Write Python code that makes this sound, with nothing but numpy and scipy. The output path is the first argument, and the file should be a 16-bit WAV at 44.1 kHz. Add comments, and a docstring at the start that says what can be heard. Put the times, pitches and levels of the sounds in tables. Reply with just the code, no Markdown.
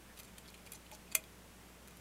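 """Quiet room noise and mains hum, then a faint rising squeak as a thin steel pick enters a lock held in a vice.
The tip scrapes and ticks over the pins: noise bursts and modal sines, coloured by the point of contact.
The hand bumps softly (low noise) and the lock knocks dully in its grip (two damped sines).
A bound pin lets go with a sharp click of five blows, the hardest ringing the lock. A short room tail follows."""
import sys
import numpy as np
from scipy import signal
from scipy.fft import rfft, irfft, next_fast_len
from scipy.io import wavfile

SR = 44100
rng = np.random.default_rng(int(sys.argv[2]) if len(sys.argv) > 2 else 0)


def unload_audio(sound):
    """Save the sound as a 16-bit wav file, at the path given as the first command line argument."""
    columns = np.transpose(np.atleast_2d(sound))
    # keep every value between -1 and 1, then stretch to whole-number steps
    steps = np.round(np.clip(columns, -1, 1) * 32767)
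    wavfile.write(sys.argv[1], SR, steps.astype(np.int16))


N = 88596


def amp(db):
    """Decibels to gain."""
    return 10 ** (np.asarray(db) / 20)


def unit(x):
    """Scale to rms 1."""
    return x / np.sqrt(np.mean(x ** 2) + 1e-20)


def along(points, hz):
    """Interpolate (Hz, value) points on a log-frequency axis."""
    point_hz, value = np.transpose(points)
    return np.interp(np.log(hz + 1), np.log(point_hz + 1), value)


def filtered(x, response):
    """Multiply the spectrum of x by a response of frequency in Hz."""
    size = next_fast_len(len(x) + 8192)
    spectrum = rfft(x, size) * response(np.fft.rfftfreq(size, 1 / SR))
    return irfft(spectrum, size)[:len(x)]


def noise(colour, size):
    """Noise of rms 1 with the given spectral shape."""
    return unit(filtered(rng.standard_normal(size), lambda hz: amp(along(colour, hz))))


def add(track, start_s, sound):
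    """Mix a sound into the track, cut at the track's end."""
    part = track[round(start_s * SR):][:len(sound)]
    part += sound[:len(part)]


def swell(t, length_s):
    """Half-sine rise and fall."""
    return abs(np.sin(np.pi * np.clip(t / length_s, 0, 1)))


def background():
    """Steady coloured room noise and hiss, plus sines at the mains lines."""
    # room noise spectrum: freq_hz, density_db (relative, per Hz)
    air_colour = [(3, -57), (15, 1.5), (29, -11.5), (48, -16), (73, -7.5), (100, -2.5), (140, -3.5),
                  (205, 0), (260, -9.5), (400, -6), (730, -10.5), (1120, -12), (2770, -15.5), (4200, -20.5),
                  (8400, -20.5), (14000, -24.5), (16000, -28.5)]
    # mains lines: freq_hz, rms_level_db
    hum_lines = [(59.8, -64.5), (120, -88.5), (179.8, -70), (240, -74.5), (297, -75)]
    air_rms_db = -58.5
    t = np.arange(N) / SR
    hum = np.zeros(N)
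    for hz, db in hum_lines:
        hum += amp(db) * np.sqrt(2) * np.sin(2 * np.pi * (hz * t + rng.random()))
    return amp(air_rms_db) * noise(air_colour, N) + hum


def squeak():
    """Stick-slip of the tip: a swelling sine of rising, jittered frequency."""
    start_s, length_s, peak_db = .075, .07, -63.5
    start_hz, rise_hz_per_s, jitter_hz = 1673, 2900, 700
    out, t = np.zeros(N), np.arange(SR // 10) / SR
    pitch_hz = start_hz + rise_hz_per_s * t + jitter_hz * rng.standard_normal(len(t))
    cycles = np.cumsum(pitch_hz) / SR
    add(out, start_s, amp(peak_db) * swell(t, length_s) * np.sin(2 * np.pi * cycles))
    return out


def clatter(t60_s):
    """Dense short-lived modes as noise: an instant crack, a burst and a faint after-ring in the vice."""
    # dense mode spectrum: freq_hz, density_db (relative, per Hz)
    mode_colour = [(40, -70), (200, -32), (420, -6), (950, -7.5), (1350, -1.5), (1750, -6), (2500, 2),
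                   (3000, -2), (3700, -5.5), (4400, 0.5), (5500, -8), (7200, 0.5), (8500, -1.5), (10300, 5),
                   (12300, 1), (14300, 4), (15300, -11), (16000, -13)]
    crack_t60_s, crack_db = 0.00056, -7.5
    after_t60_s, after_db = 0.087, -21.5
    t = np.arange(SR // 4) / SR
    burst = amp(-60 * t / t60_s) + amp(crack_db - 60 * t / crack_t60_s)
    after_ring = amp(after_db - 60 * t / after_t60_s)
    return noise(mode_colour, len(t)) * np.hypot(burst, after_ring)


def ring():
    """Distinct modes of lock and pick: damped sines of random phase."""
    # modes of lock and pick: freq_hz
    modes_hz = [641, 1328, 2106, 2424, 2510, 3319, 4610, 6172, 7164, 7400, 7833, 8600, 9518, 10430]
    # the same modes in order: level_db (relative), t60_s
    mode_decays = [(-8.5, 0.16), (-2, 0.038), (-3.5, 0.082), (1, 0.069), (0, 0.048), (-4.5, 0.083),
                   (-1, 0.047), (4.5, 0.044), (7.5, 0.032), (-6, 0.044), (-1.5, .055), (-2, 0.035),
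                   (11, 0.021), (-2, 0.05)]
    t = np.arange(SR // 4) / SR
    out = np.zeros(len(t))
    for hz, (db, t60_s) in zip(modes_hz, mode_decays):
        out += amp(db - 60 * t / t60_s) * np.sin(2 * np.pi * (hz * t + rng.random()))
    return out


def favoured(hz, favoured_hz, favour_db):
    """Gain in dB of a point of contact: 0 at its favoured band, -favour_db far from it."""
    width_octaves = .45  # standard deviation
    octaves = np.log2((hz + 1) / favoured_hz)
    return favour_db * (np.exp(-.5 * (octaves / width_octaves) ** 2) - 1)


def contact(ring_db, favoured_hz, favour_db):
    """Light touch of steel: clatter and ring, coloured by the point of contact."""
    touch = clatter(.011) + amp(ring_db) * ring()
    return filtered(touch, lambda hz: amp(favoured(hz, favoured_hz, favour_db)))


def scrapes():
    """Sliding tip: a swell of random tiny slips, each ringing the metal; softer on top than striking."""
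    # slides of the tip: start_s, length_s, level_db, favoured_hz, favour_db (over the other bands)
    slides = [(0.164, 0.043, -56.5, 3600, 10), (0.242, 0.013, -57, 7200, 1), (0.269, 0.027, -61, 2780, 15),
              (0.368, 0.023, -57.5, 3600, 11), (0.448, 0.018, -58, 3360, 22), (0.476, 0.023, -57, 3700, 22),
              (0.543, 0.011, -57, 2970, 16), (0.653, 0.025, -55.5, 3500, 5), (0.715, 0.033, -56.5, 3000, 8),
              (0.745, 0.011, -55, 5700, 22), (0.75, 0.013, -54.5, 8500, 2), (.859, 0.011, -59, 3220, 20),
              (0.92, 0.042, -56, 5360, 12), (1.071, 0.01, -61.5, 2600, 26), (1.110, .02, -47, 3200, 11)]
    mean_slips_per_s, ring_db, top_hz = 1800, -21.5, 11100
    out, t = np.zeros(N), np.arange(SR // 10) / SR
    for start_s, length_s, db, hz, favour_db in slides:
        touch = contact(ring_db, hz, favour_db)
        happens = rng.random(len(t)) < mean_slips_per_s / SR
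        slips = unit(happens * rng.standard_normal(len(t)))
        slips = slips * np.sqrt(swell(t, length_s))
        add(out, start_s, amp(db) * signal.fftconvolve(slips, touch / np.linalg.norm(touch)))
    return filtered(out, lambda hz: 1 / np.sqrt(1 + (hz / top_hz) ** 8))


def ticks():
    """Tip touching pins: one light contact each."""
    # touches on the pins: start_s, level_db, favoured_hz, favour_db (over the other bands; negative = dip)
    touches = [(.1705, -62, 9000, 14), (.1785, -42, 3030, 17), (.1818, -52, 5600, 2),
               (.190, -51, 8740, -11.5), (.199, -46.5, 9000, -3.5), (.203, -45.5, 9000, -3),
               (.2328, -43.5, 5500, 9), (.246, -62, 7500, 6), (.3825, -41.5, 8700, 9),
               (0.385, -42, 4030, 6), (0.4783, -41, 4500, 14), (.502, -51, 10000, -1),
               (.5425, -41, 2770, 19.5), (0.544, -45, 7400, 15), (.578, -38.5, 2700, 20),
               (.6635, -49.5, 7500, 3), (.673, -34.5, 2760, 22), (.7195, -40, 10500, 7),
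               (.7213, -38, 10600, 2), (0.7248, -47, 10500, -2), (.7338, -40, 11000, 12),
               (.7555, -44.5, 6360, 13), (.860, -53, 3500, 13), (.915, -35.5, 2680, 12.5),
               (0.9185, -45, 2700, 6), (.9335, -50, 5770, 14), (.950, -44.5, 5440, 7),
               (1.1126, -50, 2600, 15), (1.123, -51, 7700, 7), (1.2391, -34, 3350, 18),
               (1.876, -51, 10100, -2), (1.8825, -52.5, 10000, -5), (1.9085, -55, 11000, -7),
               (1.971, -48, 10000, 5)]
    out = np.zeros(N)
    for start_s, db, hz, favour_db in touches:
        add(out, start_s, amp(db) * contact(-22, hz, favour_db))
    return out


def handling():
    """Low noise bump of the hand; dull knocks of the lock in its grip as damped sines."""
    # hand bump spectrum: freq_hz, density_db (relative, per Hz)
    bump_colour = [(10, -26), (28, -20), (45, -7), (90, -10), (200, -36), (600, -74)]
    # lock shifting in its grip: start_s, level_db
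    knocks = [(.7405, -62.5), (.9215, -52.5), (.9345, -73)]
    # modes of the gripped lock: freq_hz, level_db (relative), t60_s
    grip_modes = [(856, 9.5, 0.055), (624, -0.5, 0.13)]
    bump_s, bump_length_s, bump_db = .25, .11, -63.5
    out, t = np.zeros(N), np.arange(SR // 3) / SR
    add(out, bump_s, amp(bump_db) * swell(t, bump_length_s) * noise(bump_colour, len(t)))
    modes = sum(amp(db - 60 * t / t60_s) * np.sin(2 * np.pi * hz * t) for hz, db, t60_s in grip_modes)
    knock = (1 - np.exp(-t / .002)) * modes  # soft onset, 2 ms time constant
    for start_s, db in knocks:
        add(out, start_s, amp(db) * knock)
    return out


def snap():
    """Bound pin lets go and chatters against its chamber; the hardest blow rings the whole lock."""
    # blows of the freed pin: start_s, level_db
    blows = [(1.1484, -35), (1.1503, -32), (1.1516, -18.5), (1.1531, -28.5), (1.1551, -25.5)]
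    t60_s, ring_db = 0.015, -18
    out = np.zeros(N)
    for start_s, db in blows:
        add(out, start_s, amp(db) * clatter(t60_s))
    start_s, db = max(blows, key=lambda blow: blow[1])
    add(out, start_s, amp(db + ring_db) * ring())
    return out


def room(x):
    """Small-room tail: convolution with decaying noise whose treble dies first."""
    # reverberation: freq_hz, t60_s
    decay_times = [(200, 0.35), (2500, 0.19), (8000, 0.11), (15000, 0.1)]
    delay_s = .005
    hz, t, spectrum = signal.stft(rng.standard_normal(SR // 2), SR, nperseg=256)
    decay = amp(-60 * t / along(decay_times, hz)[:, None])
    tail = signal.istft(spectrum * decay, SR, nperseg=256)[1]
    out = np.zeros(N)
    add(out, delay_s, signal.fftconvolve(x, tail / np.linalg.norm(tail)))
    return out


def scene():
    """Lock sounds, their room tail and the background, identical in both channels."""
    room_db = -16
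    lock = snap() + ticks() + scrapes() + squeak() + handling()
    mono = lock + amp(room_db) * room(lock) + background()
    return np.array([mono, mono])


def record(dry):
    """Steep low-pass: the recorder's band limit."""
    top_hz = 15750
    return np.array([filtered(channel, lambda hz: 1 / np.sqrt(1 + (hz / top_hz) ** 200)) for channel in dry])


dry = scene()
out = record(dry)
unload_audio(out)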